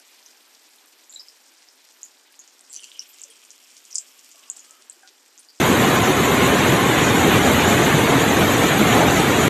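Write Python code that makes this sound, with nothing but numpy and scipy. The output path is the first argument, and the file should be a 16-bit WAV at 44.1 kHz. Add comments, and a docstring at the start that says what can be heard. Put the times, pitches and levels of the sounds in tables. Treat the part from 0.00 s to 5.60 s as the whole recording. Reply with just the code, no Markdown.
"""Battered potato frying

A shallow pan of oil, an arm's length away in a small kitchen. Countless tiny steam bubbles make a
soft sizzle, and water drops from the batter burst as short, bright pings. The crust spits and
whistles thinly. Tongs give a few dull knocks, and the sizzle changes colour as they reach over it."""
import sys
import numpy as np
from scipy import signal
from scipy.fft import rfft, irfft
from scipy.io import wavfile
from scipy.ndimage import uniform_filter1d

SR = 44100
rng = np.random.default_rng(int(sys.argv[2]) if len(sys.argv) > 2 else 0)


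def generate_wav(sig):
    """Save sig (samples, or channels by samples) to the path in sys.argv[1] as 16-bit PCM at SR."""
    pcm = np.round(np.clip(np.atleast_2d(sig).T, -1, 1) * 32767).astype(np.int16)
    wavfile.write(sys.argv[1], SR, pcm)


N = 246959
TIME = np.arange(N) / SR


# The ride of the boil. Each row: time in seconds, vigour in dB, mist level in dB before its trim.
BOIL_CURVE = [(0.0, -56, -66), (0.28, -57, -66.5), (1.11, -59, -66), (1.29, -57, -65.5), (1.7, -59, -70),
              (2.03, -58, -64.5), (2.2, -59, -71), (2.45, -59, -71), (2.71, -58, -70), (2.89, -53, -67),
              (3.54, -56, -69), (4.04, -54, -63), (4.55, -54, -67), (4.8, -58, -68), (5.21, -60, -71.5),
              (5.41, -60, -67), (5.6, -58, -71)]
CALM_BOIL_DB, MIST_TRIM_DB = -57.5, 1

def sizzle(simmer_top_hz=1860, froth_top_hz=4410, spray_top_hz=10760):
    """Large bubbles simmer, froth hisses round the crust, and fine spray and mist crackle on top."""
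    times, _, mist_curve_db = np.transpose(BOIL_CURVE)
    simmer_db = boil_level(base_db=-62, follow=0.12, settle_db_per_s=0.23, tongs_db=-0.84)
    simmer_db += 2.5 * np.exp(-((TIME - 4.7) / 0.31) ** 2)  # the low bubbling swells briefly
    froth_db = boil_level(base_db=-61.5, follow=0.43, settle_db_per_s=0.5, tongs_db=3.5)
    spray_db = boil_level(base_db=-59, follow=0.76, settle_db_per_s=0.04, tongs_db=1.1)
    mist_db = np.interp(TIME, times, mist_curve_db) + MIST_TRIM_DB
    simmer = bubble_band(20, simmer_top_hz, simmer_db, crackle_db=-8, flicker_db=1)
    froth = bubble_band(simmer_top_hz, froth_top_hz, froth_db, crackle_db=-1.5, flicker_db=1.32)
    spray = bubble_band(froth_top_hz, spray_top_hz, spray_db, crackle_db=1.5, flicker_db=2)
    mist = bubble_band(spray_top_hz, 12800, mist_db, crackle_db=3.5, flicker_db=1.7)
    return simmer + froth + spray + mist


def vigour_db():
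    """How far the boil stands above a calm one."""
    times, boil_db, _ = np.transpose(BOIL_CURVE)
    return np.interp(TIME, times, boil_db) - CALM_BOIL_DB


def boil_level(base_db, follow, settle_db_per_s, tongs_db):
    """A layer's dB ride: it follows the boil, sinks as the batter dries, shifts under dripping tongs."""
    return base_db + follow * vigour_db() - settle_db_per_s * TIME + tongs_db * tongs_over()


# Sizzle EQ, with the pan open and under the tongs. Each row: frequency in Hz, relative gain in dB.
OPEN_PAN_EQ = [(240, -1.5), (330, 1), (560, -1.5), (880, 3.5), (1200, -3.5), (1650, 1), (2400, 2),
               (2850, -2), (5000, 7), (7700, 2), (8400, 0.5), (9400, -2.5), (10500, -17.5), (12900, -9.5)]
UNDER_TONGS_EQ = [(240, -0.5), (330, -0.5), (750, -3.5), (1900, -2), (2300, 4), (3200, 6), (4000, 0.5),
                  (5600, 5.5), (6400, 2.5), (7500, 6), (8600, 0.5), (9400, 0), (10500, -9.5), (13100, 1.5)]

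def bubble_band(lo_hz, hi_hz, db, crackle_db, flicker_db):
    """Bubbles of one size: a merged hiss with single ticks standing out, both flickering."""
    ticks = crackle(per_s=2200, spread_db=4, cap_db=22)
    ticks = unit(ticks + undb(-2) * kitchen(ticks)[:N])
    bubbles = rng.standard_normal(N) + undb(crackle_db) * ticks
    open_pan = unit(band(colour(bubbles, OPEN_PAN_EQ), lo_hz, hi_hz))
    covered = unit(band(colour(bubbles, UNDER_TONGS_EQ), lo_hz, hi_hz))
    reach = tongs_over()
    crossfade = (1 - reach) * open_pan + reach * covered
    return crossfade * undb(db + flicker_db * flicker(per_s=90))


def crackle(per_s, spread_db, cap_db):
    """Tiny bubbles burst at random, most faint and a few strong."""
    hits = rng.random(N) < per_s / SR
    size_db = np.minimum(spread_db * rng.exponential(size=N), cap_db)
    return unit(hits * undb(size_db) * rng.choice([-1, 1], N))


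# The move of the tongs. Each row: time in seconds, reach over the pan from 0 to 1.
TONGS_REACH = [(2.5, 0.43), (2.9, 1), (4.75, 1), (5.1, 0.56)]

def tongs_over():
    """How far the tongs reach over the pan at each moment."""
    return np.interp(TIME, *np.transpose(TONGS_REACH))


# Bursting drops, plus the loudest oil snaps as the short rows at 10 kHz and above; those screened by the crust
# are mostly echo. Each row: time of the peak in seconds, level in dB, pitch in Hz, swell in ms, room send in
# dB.
DROP_PINGS = [(.2623, -32.5, 6050, .6, -2), (.5492, -37.5, 5600, .41, -7), (.8598, -36, 10000, 0.13, -10),
              (1.0962, -34, 7220, 1, 4.5), (1.1246, -35, 10500, .12, -2), (1.1265, -38.5, 3950, .9, -1),
              (1.138, -34, 7400, 0.84, 4.5), (1.146, -37.5, 7400, 1.44, 7.5),
              (1.1623, -28, 3930, 2.6, -4.5), (1.196, -30, 5060, 1.35, 4), (1.2852, -31.5, 5150, 1, -5),
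              (1.6876, -35.5, 5304, .6, -3), (2.032, -20.5, 6920, 0.74, -3), (2.392, -38, 10700, .12, -1),
              (2.393, -31.5, 6750, 0.85, 4), (2.4772, -32.5, 6430, .3, -3),
              (2.5935, -31.5, 6650, 0.15, -13), (2.6099, -32, 8300, .3, -9), (2.698, -38, 7960, .6, 6),
              (2.705, -34.5, 7500, 1.1, 4), (2.726, -33, 10500, 0.15, 3), (2.7638, -21, 6090, 1.1, -6.5),
              (2.7943, -33, 3160, 0.67, -15), (2.805, -32, 9100, .5, -5), (2.9175, -30.5, 3339, .6, -8),
              (2.9943, -16.5, 5560, 0.95, -5.5), (3.0909, -35, 10800, .12, -8),
              (3.186, -29, 5117, .14, -10), (3.197, -35, 6640, .6, 0), (3.217, -24, 7530, 0.68, -9),
              (3.2366, -21.5, 7220, .4, -6), (3.24, -25, 6070, .5, -8), (3.3039, -33, 9000, .32, 0.5),
              (3.4506, -31, 7300, .18, -1), (3.5057, -26.5, 6400, .3, -1), (3.7677, -27.5, 5970, 0.16, 1.5),
              (3.853, -29, 7400, 0.17, -3), (3.9113, -31.5, 6400, 0.34, 6), (3.9284, -27.5, 5580, .7, 1),
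              (3.9456, -25, 7840, 0.45, 3), (3.952, -30, 9200, .5, 7.5), (3.9559, -8.5, 6700, 0.4, -3.5),
              (3.9568, -18.5, 5170, 1, -5), (3.9587, -11, 7260, .75, -22), (3.9829, -9.5, 7500, 0.51, -6.5),
              (3.9852, -20, 5200, .8, -14), (3.9867, -15, 6950, .5, -20), (4.1935, -30.5, 7060, .26, -5),
              (4.3155, -32, 6987, .4, -3), (4.5003, -11.5, 7340, .52, -5.5), (4.5658, -27, 6900, 0.19, 1),
              (4.57, -28.5, 7700, 0.97, -8), (4.5942, -32, 6850, 1.04, 1), (4.7095, -26.5, 7400, .25, -8),
              (4.823, -31, 6300, .14, -8), (4.8987, -21.5, 7800, 0.52, -4.5), (5.0756, -30, 4930, 0.17, 3),
              (5.378, -32, 6600, 0.36, 2.5), (5.3935, -34.5, 9100, 0.4, 4.5), (5.4874, -38, 4770, 1, 3)]

def drop_pings():
    """Water drops flash to steam and the loudest oil films snap; each ping sets the room ringing briefly at its
    own pitch."""
    out = np.zeros(N)
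    for peak_s, db, hz, swell_ms, room_db in DROP_PINGS:
        ping = undb(db) * burst(hz, swell_ms)
        start = peak_s - swell_ms / 1000
        add(out, start, ping)
        add(out, start, undb(room_db) * kitchen(ping))
    return band(out, 1900, 16000)


def burst(hz, swell_ms):
    """A steam cavity opens and rings for a few cycles: the tone swells and quickly dies."""
    swell_s = swell_ms / 1000
    t = TIME[:int(8 * swell_s * SR) + 2]
    envelope = (t / swell_s * np.exp(1 - t / swell_s)) ** 4
    return envelope * np.sin(2 * np.pi * hz * t)


# The ring of a blister in the crust. Each row: resonance in Hz, gain in dB before the tilt.
BLISTER_MODES = [(2950, -6.5), (4550, -3), (6000, -3), (7450, -3), (9350, -13.5)]
# Its volleys. Each row: first puff in seconds, length in seconds, first and last puff's drive in dB.
SPIT_VOLLEYS = [(2.73, .0425, -31, -34), (2.8258, .017, -42, -29)]
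FRESH_DB_PER_OCTAVE, SPENT_DB_PER_OCTAVE = 15.5, 5

def crust_spits(puff_gap_s=0.0072, swell_ms=0.85, room_db=-4):
    """A blister vents in quick, even puffs; each rings the same cavity, duller as the steam is spent."""
    out = np.zeros(N)
    for first_s, length_s, first_db, last_db in SPIT_VOLLEYS:
        count = round(length_s / puff_gap_s) + 1
        fresh = (first_s, first_db, FRESH_DB_PER_OCTAVE)
        spent = (first_s + length_s, last_db, SPENT_DB_PER_OCTAVE)
        for peak_s, db, tilt in np.linspace(fresh, spent, count):
            puff = sum(undb(db + mode_db + tilt * np.log2(hz / 6000)) * burst(hz, swell_ms)
                       for hz, mode_db in BLISTER_MODES)
            start = peak_s - swell_ms / 1000
            add(out, start, puff)
            add(out, start, undb(room_db) * kitchen(puff))
    return out


def small_pops(count, mean_db, spread_db, centre_hz, swell_ms, room_db=-11.5):
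    """Faint bubbles of random size burst all over the pan."""
    out = np.zeros(N)
    for peak_s, (size, pitch, length) in zip(burst_times(count), rng.standard_normal((count, 3))):
        hz = min(centre_hz * np.exp(0.3 * pitch), 0.4 * SR)
        pop = burst(hz, swell_ms * np.exp(0.5 * length))
        add(out, peak_s, undb(mean_db + spread_db * np.tanh(size)) * pop)
    return out + undb(room_db) * kitchen(out)[:N]


def oil_snaps(count=26, mean_db=-41, spread_db=5, swell_ms=0.16, room_db=-4):
    """Thin films of oil break: sharp ticks at the top of the treble."""
    out = np.zeros(N)
    starts = burst_times(count)
    levels_db = mean_db + spread_db * rng.uniform(-0.88, 1, count)
    for start, db, hz in zip(starts, levels_db, rng.uniform(10500, 11000, count)):
        add(out, start, undb(db) * burst(hz, swell_ms))
    return out + undb(room_db) * kitchen(out)[:N]


def burst_times(count, follow=1.8):
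    """Random moments, crowding where the oil boils hardest."""
    due = np.cumsum(undb(follow * vigour_db()))
    return np.interp(rng.random(count), due / due[-1], TIME)


# Thin whistles from the crust.
# Each row: midpoint in seconds, length in seconds, pitch in Hz, bandwidth in Hz, level in dB.
STEAM_JETS = [(2.745, .16, 3050, 327, -52), (2.831, 0.024, 2820, 300, -46.5),
              (2.925, 0.06, 3040, 300, -51.5), (2.979, 0.057, 2920, 170, -53),
              (3.074, 0.056, 13100, 1080, -54), (3.303, 0.027, 3150, 250, -55),
              (4.338, 0.194, 1133, 90, -63), (4.655, .15, 1280, 70, -63)]

def steam_whistles():
    """Steam escapes through pores in the batter as narrow, unsteady whistles."""
    out = np.zeros(N)
    for middle_s, length_s, hz, width_hz, db in STEAM_JETS:
        position = 2 * (TIME - middle_s) / length_s - 1
        arch = np.sqrt(np.maximum(1 - position ** 2, 0))
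        pore = signal.butter(2, [hz - width_hz / 2, hz + width_hz / 2], "bandpass", fs=SR, output="sos")
        out += undb(db) * arch * unit(signal.sosfilt(pore, rng.standard_normal(N)))
    return out


# Tongs and bowl. Each row: start in seconds, level in dB, pitch in Hz, seconds to fade by 60 dB.
KNOCK_TONES = [(3.248, -54.5, 560, 0.12), (3.288, -54, 455, 0.082), (4.166, -57.5, 1114, 0.11),
               (4.345, -50.5, 660, .05), (4.965, -57, 363, 0.16), (5.031, -42.5, 1595, 0.046),
               (5.032, -48.5, 767, 0.11), (5.044, -50.5, 1453, 0.095), (5.099, -56.5, 385, 0.16)]

def utensil_knocks(contact_s=0.00092, room_db=-5):
    """Soft, dull knocks; each row is one damped tone, and three together form the loudest knock."""
    out, t = np.zeros(N), TIME[:SR // 4]
    for start, db, hz, t60 in KNOCK_TONES:
        envelope = (1 - np.exp(-t / contact_s)) * np.exp(-np.log(1000) * t / t60)
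        add(out, start, undb(db) * envelope * np.sin(2 * np.pi * hz * t))
    return out + undb(room_db) * kitchen(out)[:N]


def kitchen(x, t60_s=0.096, predelay_s=0.0013, first_echoes_per_s=1500, build_s=0.025):
    """Uneven reflections from pan, hob and walls, with the same energy as the direct sound."""
    t = TIME[:SR // 5]
    echoes_per_s = first_echoes_per_s * (1 + t / build_s) ** 2  # sparse at first, then dense
    arrives = rng.random(len(t)) < echoes_per_s / SR
    decay = np.exp(-np.log(1000) * t / t60_s) * (t > predelay_s)
    wet = signal.fftconvolve(x, arrives * rng.standard_normal(len(t)) * decay)
    return wet * np.sqrt(np.sum(x ** 2) / np.sum(wet ** 2))


def flicker(per_s):
    """Glides between random levels, at rms 1."""
    hold = int(SR / per_s)
    steps = np.repeat(rng.standard_normal(N // hold + 1), hold)
    return unit(uniform_filter1d(steps, hold)[:N])


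def band(x, lo_hz, hi_hz):
    """Keep one band, with steep, smooth skirts."""
    f = np.arange(N // 2 + 1) * SR / N + 1e-3
    return irfft(rfft(x) / np.sqrt((1 + (lo_hz / f) ** 20) * (1 + (f / hi_hz) ** 20)), N)


def colour(x, points):
    """EQ a sound through (Hz, dB) points."""
    hz, db = np.transpose(points)
    f = np.arange(N // 2 + 1) * SR / N + 1
    return irfft(rfft(x) * undb(np.interp(np.log(f), np.log(hz), db)), N)


def undb(db):
    """Decibels to gain."""
    return 10 ** (np.asarray(db) / 20)


def unit(x):
    """Scale to rms 1."""
    return x / np.sqrt(np.mean(x ** 2))


def add(out, start_s, x):
    """Drop a short sound into the mix."""
    i = max(int(start_s * SR), 0)
    out[i:i + len(x)] += x[:N - i]


def scene():
    """The mono mix: a bed of sizzle and small pops, with pings, spits, whistles and knocks on top."""
    faint = small_pops(count=170, mean_db=-47, spread_db=0.5, centre_hz=5880, swell_ms=0.43)
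    prickle = small_pops(count=200, mean_db=-50.5, spread_db=5, centre_hz=11800, swell_ms=0.13)
    plops = small_pops(count=160, mean_db=-62.5, spread_db=3, centre_hz=1300, swell_ms=2.55)
    ticks = small_pops(count=30, mean_db=-42, spread_db=7, centre_hz=5000, swell_ms=0.15)
    bed = sizzle() + faint + prickle + plops + ticks + oil_snaps()
    return (bed + drop_pings() + crust_spits() + steam_whistles() + utensil_knocks())[None]


def record(dry):
    """A steep low cut leaves very faint bass, and the top is cut off."""
    low_cut_hz, high_cut_hz, bass_floor_db = 234.7, 14200, -31.5
    low_cut = signal.butter(10, low_cut_hz, "highpass", fs=SR, output="sos")
    high_cut = signal.ellip(8, 0.2, 70, high_cut_hz, fs=SR, output="sos")
    thin = signal.sosfilt(low_cut, dry) + undb(bass_floor_db) * dry
    return signal.sosfilt(high_cut, thin)


dry = scene()
out = record(dry)
generate_wav(out)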